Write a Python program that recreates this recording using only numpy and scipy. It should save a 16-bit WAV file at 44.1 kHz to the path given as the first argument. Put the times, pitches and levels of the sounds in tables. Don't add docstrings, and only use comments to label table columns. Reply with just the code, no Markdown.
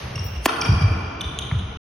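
import sys
import numpy as np
from scipy import signal
from scipy.fft import rfft, irfft
from scipy.io import wavfile
from scipy.ndimage import uniform_filter1d

SR = 44100
rng = np.random.default_rng(int(sys.argv[2]) if len(sys.argv) > 2 else 0)


def bounce(signal):
    frames = np.transpose(np.atleast_2d(signal))
    limited = np.clip(frames, -1, 1)
    pcm = np.round(limited * 32767).astype(np.int16)
    wavfile.write(sys.argv[1], SR, pcm)


def level_to_linear(level):
    exponent = np.asarray(level, float) / 20
    return 10 ** exponent


N = 85995

SMASH_S = .4572

# f/Hz, T60/s
HALL_T60 = [(150, 5.5), (500, 6), (1200, 4.), (2500, 3), (3600, 2.), (5200, 1.5), (10000, 1.28),
            (16000, 2.5)]


def times():
    return np.arange(N) / SR


def rms_one(x):
    return x / np.sqrt(np.mean(x ** 2) + 1e-20)


def at_hz(points, hz):
    table_hz, values = np.array(points).T[:2]
    return np.interp(np.log(hz), np.log(table_hz), values)


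def band(x, low_hz, high_hz):
    edges = [low_hz, min(high_hz, SR * .45)]
    return signal.sosfilt(signal.butter(2, edges, "band", fs=SR, output="sos"), x)


def hump(start, length):
    return np.sin(np.pi * np.clip((times() - start) / length, 0, 1)) ** 2


def fall(start, decay):
    age = times() - start
    return (age >= 0) * np.exp(-np.maximum(age, 0) / decay)


def diffuse(spectrum, low_hz, high_hz, t60=None):
    # f/Hz, correlation/1
    likeness = [(60, 0.99), (130, 1), (290, 0.92), (640, 0.083), (1400, .3), (3100, 0.25), (6800, 0.28),
                (15000, 0.88)]
    edges = low_hz * 2 ** np.arange(0, np.log2(high_hz / low_hz) + .3, 1 / 3)
    white = rng.standard_normal((2, 2, N))
    out = 0
    for k, (low, high) in enumerate(zip(edges, edges[1:])):
        mid, side = band(white[k % 2], low, high)
        hz = np.sqrt(low * high)
        alike = np.clip(at_hz(likeness, hz), -1, 1)
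        decay_db = 60 * times() / at_hz(t60, hz) if t60 else 0
        gain = level_to_linear(at_hz(spectrum, hz) - decay_db)
        out = out + gain * (np.sqrt(1 + alike) * mid + np.sqrt(1 - alike) * side * [[1], [-1]])
    return out


def hall_air():
    # f/Hz, level/dB per Hz
    earlier = [(120, -43), (200, -18.5), (509, -5), (2610, -12.5), (5940, -18), (6880, -9.5), (7270, -56.5),
               (9400, -26.5), (16000, -40)]
    # f/Hz, level/dB per Hz
    steady = [(120, -31), (200, 2.5), (1590, -6), (2800, -4), (4150, -22.5), (5550, -13.5), (6700, -35),
              (12000, -41.5), (15600, -69), (22000, -120)]
    tail = level_to_linear(-44.5) * rms_one(diffuse(earlier, 200, 10500, HALL_T60))
    return tail + level_to_linear(-43.5) * rms_one(diffuse(steady, 199.9, 10500))


def hall(x):
    # delay t/s, level/dB over the tail, spread/s
    echoes = [(.008, 3, 0.0047), (0.034, 12.5, 0.0027), (0.074, -5, 0.005), (.124, -18, .003),
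              (0.198, 10.5, 0.01)]
    # f/Hz, level/dB
    colour = [(100, -4), (300, -2.5), (600, -5), (1300, 3.5), (2000, -3.5), (3800, 0.5), (5200, -2),
              (12000, -7.5)]
    # f/Hz, bandwidth/Hz, level/dB
    rings = [(445.6, 55, 6), (1371, 360, 4), (2358, 170, -6.5)]
    build_s, grain_db, grain_s = 0.022, 2.5, 0.23
    shape = 1 - np.exp(-(times() / build_s) ** 2)
    for delay, db, spread in echoes:
        shape = shape + level_to_linear(db) * .5 * fall(delay, spread)
    grains = level_to_linear(grain_db * fall(0, grain_s) * rms_one(band(rng.standard_normal(N), 27, 200)))
    response = level_to_linear(-33.5) * shape * grains * diffuse(colour, 98.8, 10500, HALL_T60)
    resonance = 0
    for hz, width_hz, db in rings:
        resonance = resonance + level_to_linear(db) * band(response, hz - width_hz / 2, hz + width_hz / 2)
    return signal.fftconvolve(response + resonance, x[None], axes=1)[:, :N]


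def boards():
    # t/s, level/dB
    footwork = [(0.0, -35.5), (0.104, -31.5), (0.302, -39.5), (0.478, -55), (0.718, -23.5), (0.87, -39),
                (1.324, -37), (1.618, -35), (1.7, -40)]
    # f/Hz, level/dB per Hz
    rumble = [(15, -44), (25, -20.5), (70, 1), (140, -6), (172, -5.5), (210, -25.5), (260, -33.5),
              (340, -46.5), (570, -120)]
    # t/s, peak level/dB, f/Hz, length/s
    booms = [(0.153, -24, 106, 0.039), (0.186, -21.5, 105, 0.044), (0.246, -18.5, 91, 0.026),
             (.295, -36, 90, 0.068), (0.332, -22.5, 65.3, 0.11), (0.687, -4.5, 102, 0.025),
             (0.715, -7.5, 76, .035), (.808, -15, 146, .022), (0.825, -6.5, 100.8, 0.049),
             (0.884, -17, 87.96, 0.074), (0.955, -27, 92, 0.034), (1.246, -20, 74, .04),
             (1.519, -11.5, 114.5, 0.017), (1.538, -16, 112, 0.046), (1.629, -21, 83.33, 0.036)]
    swell, sag = .6, 0.27
    ring_db, ring_s = -12.5, 0.074
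    s, db = np.transpose(footwork)
    level = level_to_linear(np.interp(times(), s, db))
    out = 0
    for s, db, hz, length in booms:
        age = times() - s
        phase = 2 * np.pi * hz * (age + sag * (age - age ** 2 / length))
        out = out + level_to_linear(db) * hump(s, length) ** swell * np.sin(phase)
        level = level + level_to_linear(db + ring_db) * fall(s + length, ring_s) * .5
    level = uniform_filter1d(level, size=700, axis=-1)
    return band(out + level * rms_one(diffuse(rumble, 25, 260)), 45, 400)


def taps():
    # t/s, peak level/dB, brightness f/Hz
    contacts = [(.149, -31, 1200), (.1785, -24, 3000), (.685, -28, 900), (.808, -24, 1600),
                (.915, -28, 550), (1.513, -18, 2200), (.921, -46, 16000), (1.388, -36, 16000),
                (1.46, -48, 13000), (1.7, -50, 16000)]
    noise = rng.standard_normal(N)
    out = 0
    for s, db, hz in contacts:
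        burst = fall(s, .003) * noise
        knock = band(band(burst, hz / 3, hz), hz / 4, hz)
        out = out + level_to_linear(db) * knock / np.abs(knock).max()
    return out


def slide():
    start_s, length_s, start_hz, rise_hz = .236, .05, 14100, 1500
    age = times() - start_s
    rough = rms_one(band(rng.standard_normal(N), 23, 430))
    phase = 2 * np.pi * (start_hz * age + rise_hz * age ** 2 / length_s / 2)
    whistle = rough * np.sin(phase) * np.sqrt(hump(start_s, length_s))
    hiss = rms_one(band(band(rng.standard_normal(N), 14200, 15900), 14200, 15900))
    hiss = hiss * (fall(start_s, 0.077) + .15 * hump(.21, .04))
    return level_to_linear(-34.5) * (whistle + 0.32 * hiss)


def squeaks(rows, sag):
    uneven = 1 + .35 * rms_one(band(rng.standard_normal(N), 100, 600))
    scuff = level_to_linear(-21.5) * rms_one(band(band(rng.standard_normal(N), 2500, 11500), 2000, 12000))
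    out = 0
    for s, length, hz, db, octave_db in rows:
        age = times() - s
        phase = 2 * np.pi * hz * (age + sag * (age - age ** 2 / length))
        upper = level_to_linear(-19) * uneven * (np.sin(3 * phase) + .5 * np.sin(4 * phase))
        tone = np.sin(phase) + level_to_linear(octave_db) * np.sin(2 * phase) + upper
        friction = tone * uneven + scuff * (1 + level_to_linear(octave_db))
        out = out + level_to_linear(db) * hump(s, length) ** .7 * friction
    return out


def swish():
    rise = (times() < SMASH_S) * np.exp(np.minimum(times() - SMASH_S, 0) / .012)
    return level_to_linear(-31) * rise * rms_one(band(rng.standard_normal(N), 3000, 13000))


def smash():
    # f/Hz, level/dB, T60/s, delay t/s
    racket = [(307.8, 4, 0.0089, 0.0046), (705.5, 1.5, 0.019, 0.00299), (1016.4, -2, 0.033, 0.0021),
              (1214, -14, 0.012, 0.00218), (1554, -9.5, 0.011, 0.00068), (1824, -8, 0.035, .001),
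              (2583, 2, 0.0072, 0.00038), (2890, 0.5, 0.0049, 0.00033), (4550, 0, 0.0034, .003),
              (3900, -9.5, 0.0065, 0.0023)]
    bounce_s, bounce_db = .0035, -6.5
    out = level_to_linear(-9.5) * fall(SMASH_S, 0.0026) * band(rng.standard_normal(N), 1500, 19000)
    for hz, db, t60, delay in racket:
        start = SMASH_S + delay
        ring = fall(start, t60 / np.log(1000)) * np.sin(2 * np.pi * hz * (times() - start))
        out = out + level_to_linear(db) * .5 * ring
    out = out + level_to_linear(bounce_db) * np.roll(out, int(bounce_s * SR))
    return level_to_linear(-6) * 2 * band(out, 180, 19000)


def scene():
    # t/s, length/s, f/Hz, level/dB, octave over fundamental/dB
    near_rows = [(.6112, 0.0072, 2775, -33, 17.5), (.617, 0.0087, 3200, -24, -35),
                 (1.2067, 0.0073, 3505, -21.5, -39), (1.2125, 0.0063, 3022, -24.5, -6),
                 (1.3882, 0.0018, 3333, -17.5, -6.5), (1.39, 0.0073, 3080, -26.5, -12.5)]
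    far_rows = [(.154, .011, 2779, -31, 3), (.6165, 0.0098, 2383, -22.5, -2)]
    slap_s, slap_db, slap_low_hz = .0295, -12.5, 1500
    port_lag = -.9
    hit, tap = smash(), taps()
    squeak = squeaks(near_rows, .04)
    far = squeaks(far_rows, .015)
    near = hit + squeak + far + tap
    slap = level_to_linear(slap_db) * band(np.roll(near, int(slap_s * SR)), slap_low_hz, 6000)
    near = near + slap + swish() + slide()
    lag = np.exp(-2j * np.pi * np.fft.rfftfreq(N) * port_lag)
    pair = np.array([irfft(rfft(near) * lag, N), near])
    wet = hall(level_to_linear(-8.5) * hit + level_to_linear(-5.5) * squeak + level_to_linear(0.5) * far + level_to_linear(-16) * tap)
    return pair + wet + hall_air() + boards()


def low_pass(x):
    return signal.sosfilt(signal.butter(12, 16690, fs=SR, output="sos"), x)


def record(dry):
    # low f/Hz, high f/Hz, threshold level/dB per bin
    gates = [(6700, 8300, -58), (12300, 14200, -66), (14200, 15000, -82),
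             (15000, 17000, -86)] + [(hz, hz + 500, -90) for hz in range(8300, 12300, 500)]
    end_s, cutoff_hz = 1.773, 16500
    rounded = .9 * np.tanh(dry / .9)
    hz, _, frames = signal.stft(rounded, SR, nperseg=1024)
    for low_hz, high_hz, floor_db in gates:
        rows = (hz >= low_hz) & (hz < high_hz)
        power = np.mean(np.abs(frames[:, rows]) ** 2, axis=(0, 1))
        frames[:, rows] *= power > level_to_linear(2 * floor_db)
    x = signal.istft(frames, SR, nperseg=1024)[1][:, :N]
    x = signal.sosfilt(signal.cheby2(12, 70, cutoff_hz + 600, fs=SR, output="sos"), x)
    mix = x * np.clip((end_s - times()) / .001, 0, 1)
    return low_pass(mix)


dry = scene()
out = record(dry)
bounce(out)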